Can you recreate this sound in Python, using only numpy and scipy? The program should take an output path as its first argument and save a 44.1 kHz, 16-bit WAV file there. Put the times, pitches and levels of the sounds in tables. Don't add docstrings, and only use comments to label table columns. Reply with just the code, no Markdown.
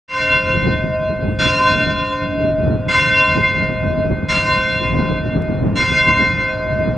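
import sys
import numpy as np
from scipy import signal
from scipy.fft import rfft, irfft, next_fast_len
from scipy.io import wavfile
from scipy.ndimage import map_coordinates

SR = 44100
rng = np.random.default_rng(int(sys.argv[2]) if len(sys.argv) > 2 else 0)


def transcribe(u):
    v = np.clip(np.atleast_2d(u).T, -1, 1)
    q = np.round(v * 32767).astype(np.int16)
    wavfile.write(sys.argv[1], SR, q)


N = 307377
TIME = np.arange(N) / SR
STEP = 64
SLOW = np.arange(next_fast_len(N // STEP + 300)) * STEP / SR


def bell(flicker_db=1.08):
    modes = principal_partials() + weak_partials() + shimmer()
    return tones(modes) * amp(flicker_db * wobble(22, TIME))


# (time [s], level [dB], side struck [signed weight], treble tilt [dB/octave],
# clang burst boost [dB], hum boost [dB], prime boost [dB], octave boost [dB], upper fourth boost [dB])
BLOWS = [(0.029, 1.5, 0.7, -3.5, -1.5, 2.5, 4, -0.5, 3), (1.386, 2.5, -0.49, -1.5, 0, 7.5, -2, -5, 2.5),
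         (2.881, 1.5, 0.79, -1.1, 0, -2, -1, 2.5, 0.5), (4.283, -1, -1.1, 1, 4, 0, 1.5, 6, 3),
         (5.752, 0, 1, 0.5, -5, 3, 0, 3.5, -3.5)]

def ringing(hz, db, t60, side_db, extra_db=0, deaden_db=0, attack_s=0.012):
    onset, level, side, tilt, *_ = np.transpose(BLOWS)[:, :, None]
    age = np.maximum(SLOW - onset, 0)
    later_blows = np.sum(age > 0, axis=0) - np.cumsum(age > 0, axis=0)
    blow_db = db + level + extra_db + side * side_db + tilt * max(np.log2(hz / 3000), 0)
    facing_db = 5 * np.exp(-((age - 0.52) / 0.35) ** 2) / (1 + (hz / 9000) ** 4)
    loss_db = deaden_db * later_blows + 60 * age / t60
    rings = amp(blow_db + facing_db - loss_db) * (1 - np.exp(-age / attack_s))
    return np.sqrt(np.sum(rings ** 2, axis=0))


# (frequency [Hz], relative level [dB], T60 [s], gain on side +1 [dB])
PRINCIPAL_MODES = [(288, -42, 27, -0.5), (521.8, -31.5, 21.7, -0.5), (629.2, -29.5, 10.8, -1.2),
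                   (1032.6, -21, 4.9, 0.5), (1533, -24.5, 6.74, 0), (2107.5, -22, 3.57, 4.5),
                   (2740, -23.5, 3.09, 1), (3418, -28.5, 3.53, -1.5)]
# (time into the swing [s], half width [s], gain [dB])
HUM = [(2.47, 0.35, 9)]
PRIME = [(.45, 0.12, 0.5), (0.821, 0.11, 3), (1.08, 0.084, -9.5), (2.12, .15, 1.5), (2.551, 0.16, -13.5)]
TIERCE = [(.11, 0.092, -13), (.64, 0.093, -11), (1.04, 0.25, 18), (2.11, 0.14, -7), (2.52, 0.36, 13)]
NOMINAL = [(.22, 0.055, -12), (.72, 0.21, -5), (1.281, .16, -9.5), (1.6, 0.098, 8), (1.8, 0.078, -10),
           (2.101, 0.13, 4.5), (2.619, 0.29, -10)]
TWELFTH = [(.3, 0.17, 1.5), (.7, 0.27, -2.5), (0.998, 0.07, 4.5), (1.47, 0.077, -7), (2.029, 0.088, -9.5),
           (2.79, 0.089, -11)]
OCTAVE = [(.38, 0.092, -3.5), (.58, 0.086, 2.5), (1.198, 0.026, -15.5), (1.45, 0.065, 3.5), (2.201, .31, 4)]
UPPER_FOURTH = [(.18, .05, -4.5), (.3, 0.16, 3.5), (1.4, 0.063, -4.5), (2.042, .4, 0)]
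UPPER_SIXTH = [(.28, 0.11, 2.5), (1.43, .05, 7), (1.57, .06, -8.5)]

def principal_partials(drift_db=2.0):
    *_, hum_db, prime_db, octave_db, fourth_db = np.transpose(BLOWS)[:, :, None]
    boosts = (hum_db, prime_db, 0, 0, 0, octave_db, fourth_db, 0)
    patterns = (HUM, PRIME, TIERCE, NOMINAL, TWELFTH, OCTAVE, UPPER_FOURTH, UPPER_SIXTH)
    modes = []
    for (hz, db, t60, side_db), lobes, boost in zip(PRINCIPAL_MODES, patterns, boosts):
        swing = amp(swinging(lobes) + drift_db * wobble(5.4, SLOW))
        envelope = ringing(hz, db, t60, side_db, extra_db=boost, deaden_db=2) * swing
        modes.append(multipath(hz, envelope, echo_share=(hz / 5600) ** 2, jolt=0.4 * min(hz / 1500, 1)))
    return modes


def swinging(lobes):
    first, last = BLOWS[0][0], BLOWS[-1][0]
    period = 2 * (last - first) / (len(BLOWS) - 1)
    gain_db = 0
    for centre, width, db in lobes:
        offset = (SLOW - first - centre + period / 2) % period - period / 2
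        gain_db += db * np.exp(-(offset / width) ** 2)
    return gain_db


# (frequency [Hz], relative level [dB], T60 [s], gain on side +1 [dB])
WEAK_MODES = [(1395, -36, 3, 1), (1430, -41, 6, -1), (1456, -41, 7, -1), (1818, -39, 5, -1),
              (2293, -46, 3.5, -2), (2326, -44, 2.2, 1), (2459, -44, 4, -1), (2491, -42, 8, 0),
              (2599, -45, 4, 4), (3122, -50, 2.6, 1), (3227, -53, 4, 4), (3391, -45, 3, 1),
              (3837, -52, 2.3, -2), (4119, -32, 3.3, -1), (4258, -54, 4, 1), (4842, -39, 2.8, 1),
              (5575, -39, 2, 0), (6313, -44, 2, 1), (6918, -53, 1.5, -1), (7055, -49, 1.8, 1),
              (7794, -54, 1.6, 2)]

def weak_partials(boost_db=2):
    modes = []
    for hz, db, t60, side_db in WEAK_MODES:
        envelope = amp(boost_db) * ringing(hz, db, t60, side_db)
        modes.append(multipath(hz, envelope, echo_share=min(hz / 5000, 0.85), jolt=0.5))
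    return modes


# (frequency [Hz], relative level [dB])
SHIMMER_LEVELS = [(2800, -52), (3600, -59), (4400, -65), (5300, -51), (6500, -57.5), (8000, -60),
                  (9000, -64.5), (11000, -71), (12400, -93.5)]
# (frequency [Hz], T60 [s])
SHIMMER_DECAY = [(4500, 2.4), (7000, 1.5), (11000, 1.53)]

def shimmer(count=100):
    centres = np.linspace(SHIMMER_LEVELS[0][0], SHIMMER_LEVELS[-1][0], count)
    scatter = rng.uniform(-1, 1, (count, 3)) * [40, 7, 2.5]
    modes = []
    for centre, (detune_hz, boost_db, side_db) in zip(centres, scatter):
        hz = centre + detune_hz
        envelope = ringing(hz, along(SHIMMER_LEVELS, hz) + boost_db, along(SHIMMER_DECAY, hz), side_db)
        modes.append(multipath(hz, envelope, echo_share=0.35, jolt=0.18))
    return modes


def multipath(hz, envelope, echo_share, jolt, settle_s=0.25, width_db=-18):
    beat_rate = min(1.5 + hz / 170, 22)
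    share = np.clip(echo_share, 0, 1)
    paths = np.sqrt(1 - share) + np.sqrt(share) * fading(beat_rate)
    fresh = sum((SLOW > onset) * np.exp(-np.abs(SLOW - onset) / settle_s) for onset, *_ in BLOWS)
    tremble = (fresh + 0.52) * fading(36)
    rattle = 0.69 * (fresh + 0.29) * fading(120)
    paths = unit(paths + jolt * (tremble + rattle))
    side = 1j * amp(width_db) * wobble(5, SLOW)
    return hz, envelope * paths * np.array([1 + side, 1 - side])


# (frequency [Hz], relative spectral level [dB])
CLANG_SPECTRUM = [(300, -30), (750, -8), (1100, 0), (1500, 0), (2500, -3), (3600, -9), (5500, -15),
                  (8000, -26), (11000, -35), (13000, -58)]
# (frequency [Hz], T60 [s])
BELFRY_DECAY = [(500, 2.6), (2000, 2.4), (4000, 2.0), (7000, 1.5), (11000, 1.2)]

def clang(burst_db=-30, burst_s=0.042, tail_db=-39, build_s=0.007):
    hz, t, spectra = signal.stft(noise(CLANG_SPECTRUM, side_db=-27), SR, nperseg=256)
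    t60 = along(BELFRY_DECAY, hz)[:, None]
    power = np.zeros(spectra.shape[1:])
    for onset, db, _, tilt, boost_db, *_ in BLOWS:
        age = np.maximum(t - onset, 0)
        burst = amp(burst_db + boost_db) * age / burst_s * np.exp(1 - age / burst_s)
        tail = amp(tail_db - 60 * age / t60) * (1 - np.exp(-age / build_s))
        colour = amp(db + tilt * np.log2(np.maximum(hz / 3000, 1)))
        power += colour[:, None] ** 2 * (burst ** 2 + tail ** 2)
    return signal.istft(spectra * np.sqrt(power), SR, nperseg=256)[1][:, :N]


# (time [s], level [dB])
GUSTS = [(0.2, -32.5), (0.69, -21.5), (1.07, -27.5), (1.22, -23.5), (1.24, -17), (1.35, -23), (1.99, -25.5),
         (2.05, -30.5), (2.69, -19), (2.97, -25.5), (3.29, -27.5), (3.38, -21), (3.5, -29), (3.52, -22),
         (3.67, -25), (3.69, -25), (4.08, -20), (4.76, -27), (4.84, -22), (5.06, -18.5), (5.22, -27),
         (5.27, -22), (5.76, -19), (5.84, -25.5), (6.12, -22), (6.63, -29), (6.69, -22), (6.97, -23.5)]
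# (frequency [Hz], relative spectral level [dB])
RUMBLE_SPECTRUM = [(12, -46.5), (25, -11.5), (50, -3), (90, 1.5), (150, 0.5), (230, -8), (400, -27),
                   (900, -83)]
FLUTTER_SPECTRUM = [(60, -20), (140, -1), (220, 0), (380, -7), (550, -14), (800, -20), (1300, -30),
                    (2500, -47), (4500, -70), (9000, -95)]

def wind(flutter_offset_db=-4.5, flutter_growth=1.73, lead_s=0.00054):
    strength_db = np.interp(TIME, *np.transpose(GUSTS))
    mean_db = strength_db.mean()
    gust_db = strength_db - mean_db + 2 * np.tanh(wobble(14, TIME))
    flutter_db = mean_db + flutter_growth * gust_db + flutter_offset_db + 3 * np.tanh(wobble(18, TIME))
    eddies_db = 2.3 * wobble(38, TIME)
    rumble = amp(mean_db + gust_db) * unit(noise(RUMBLE_SPECTRUM, side_db=-17) * amp(eddies_db / 2))
    flutter = amp(flutter_db) * unit(noise(FLUTTER_SPECTRUM, side_db=-10) * amp(eddies_db))
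    ports = np.array([[1], [-1]])
    return filtered(rumble + flutter,
                    lambda hz: np.exp(1j * np.pi * hz * lead_s / (1 + (hz / 900) ** 2) * ports))


# (time [s], duration [s], start pitch [Hz], end pitch [Hz], relative level [dB], buzz [Hz])
CALLS = [(1.0, 0.15, 6400, 5600, -70, 253), (1.23, 0.22, 7850, 7700, -78, 40),
         (2.03, .22, 7600, 5540, -60.5, 380), (1.992, .26, 10400, 10300, -72, 453),
         (4.097, 0.16, 6100, 6150, -94, 80), (5.44, .15, 6160, 6100, -94, 70),
         (5.64, 0.082, 6050, 6260, -83, 70)]

def birds(boost_db=7.0):
    out = np.zeros(N)
    for onset, length, start_hz, end_hz, db, buzz_hz in CALLS:
        t = np.arange(int(length * SR)) / SR
        glide = start_hz + (end_hz - start_hz) * t / length
        pitch = glide + buzz_hz * wobble(900, t) + 60 * wobble(30, t)
        envelope = amp(db + boost_db) * np.sin(np.pi * t / length)
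        out[round(onset * SR):][:len(t)] += envelope * np.sin(2 * np.pi * np.cumsum(pitch) / SR)
    return out


# (time [s], level [dB])
HANDLING_TICKS = [(0.68, -60), (0.731, -61.5), (0.8717, -58), (5.4216, -41)]
# (frequency [Hz], relative spectral level [dB])
TICK_SPECTRUM = [(1500, -16.5), (3500, 4.5), (10000, -4.5), (15500, -15.5)]

def ticks(t60=0.011):
    envelope = sum((TIME > onset) * amp(db - 60 * np.abs(TIME - onset) / t60)
                   for onset, db in HANDLING_TICKS)
    return envelope * noise(TICK_SPECTRUM, side_db=-4.5)


# (frequency [Hz], relative spectral level [dB])
RUSH_SPECTRUM = [(200, -13.5), (550, -3), (900, -1), (1300, -5.5), (2000, -12.5), (4000, -35.5),
                 (8000, -60)]

def distant_rush(start_db=-48.5, db_per_s=1.19):
    return amp(start_db + db_per_s * TIME) * noise(RUSH_SPECTRUM, side_db=-10)


# (frequency [Hz], relative spectral level [dB])
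AIR_SPECTRUM = [(100, 0), (1000, -4), (3000, -17), (6000, -29), (10000, -38), (15500, -45)]

def open_air(level_db=-52):
    return amp(level_db) * noise(AIR_SPECTRUM, side_db=-12)


def amp(db):
    return 10 ** (np.asarray(db) / 20)


def unit(x):
    return x / np.sqrt(np.mean(np.abs(x) ** 2) + 1e-20)


def along(points, hz):
    frequencies, values = np.transpose(points)
    return np.interp(np.log(hz + 1), np.log(frequencies + 1), values)


def wobble(rate, t):
    return map_coordinates(rng.standard_normal(4096), [t * rate], mode="grid-wrap")


def fading(rate):
    return unit(wobble(rate, SLOW) + 1j * wobble(rate, SLOW))


def filtered(x, response):
    size = next_fast_len(N + SR // 2)
    return irfft(rfft(x, size) * response(np.fft.rfftfreq(size, 1 / SR)), size)[..., :N]


def noise(spectrum, side_db):
    mid, side = filtered(rng.standard_normal((2, N)), lambda hz: amp(along(spectrum, hz)))
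    return unit(np.array([mid + amp(side_db) * side, mid - amp(side_db) * side]))


def tones(modes):
    size = len(SLOW) * STEP
    bins = np.rint(np.fft.fftfreq(len(SLOW)) * len(SLOW)).astype(int)
    spectrum = np.zeros((2, size), complex)
    for hz, envelope in modes:
        spectrum[:, bins + round(hz * size / SR)] += np.fft.fft(envelope) * STEP
    return np.fft.ifft(spectrum).real[:, :N]


def scene():
    background = open_air() + distant_rush()
    return bell() + clang() + wind() + birds() + ticks() + background


def record(dry, start_s=0.078, fade_s=0.14, top_hz=15800):
    fade_in = np.clip((TIME - start_s) / fade_s, 0, 1)
    return filtered(dry * fade_in, lambda hz: hz < top_hz)


dry = scene()
out = record(dry)
transcribe(out)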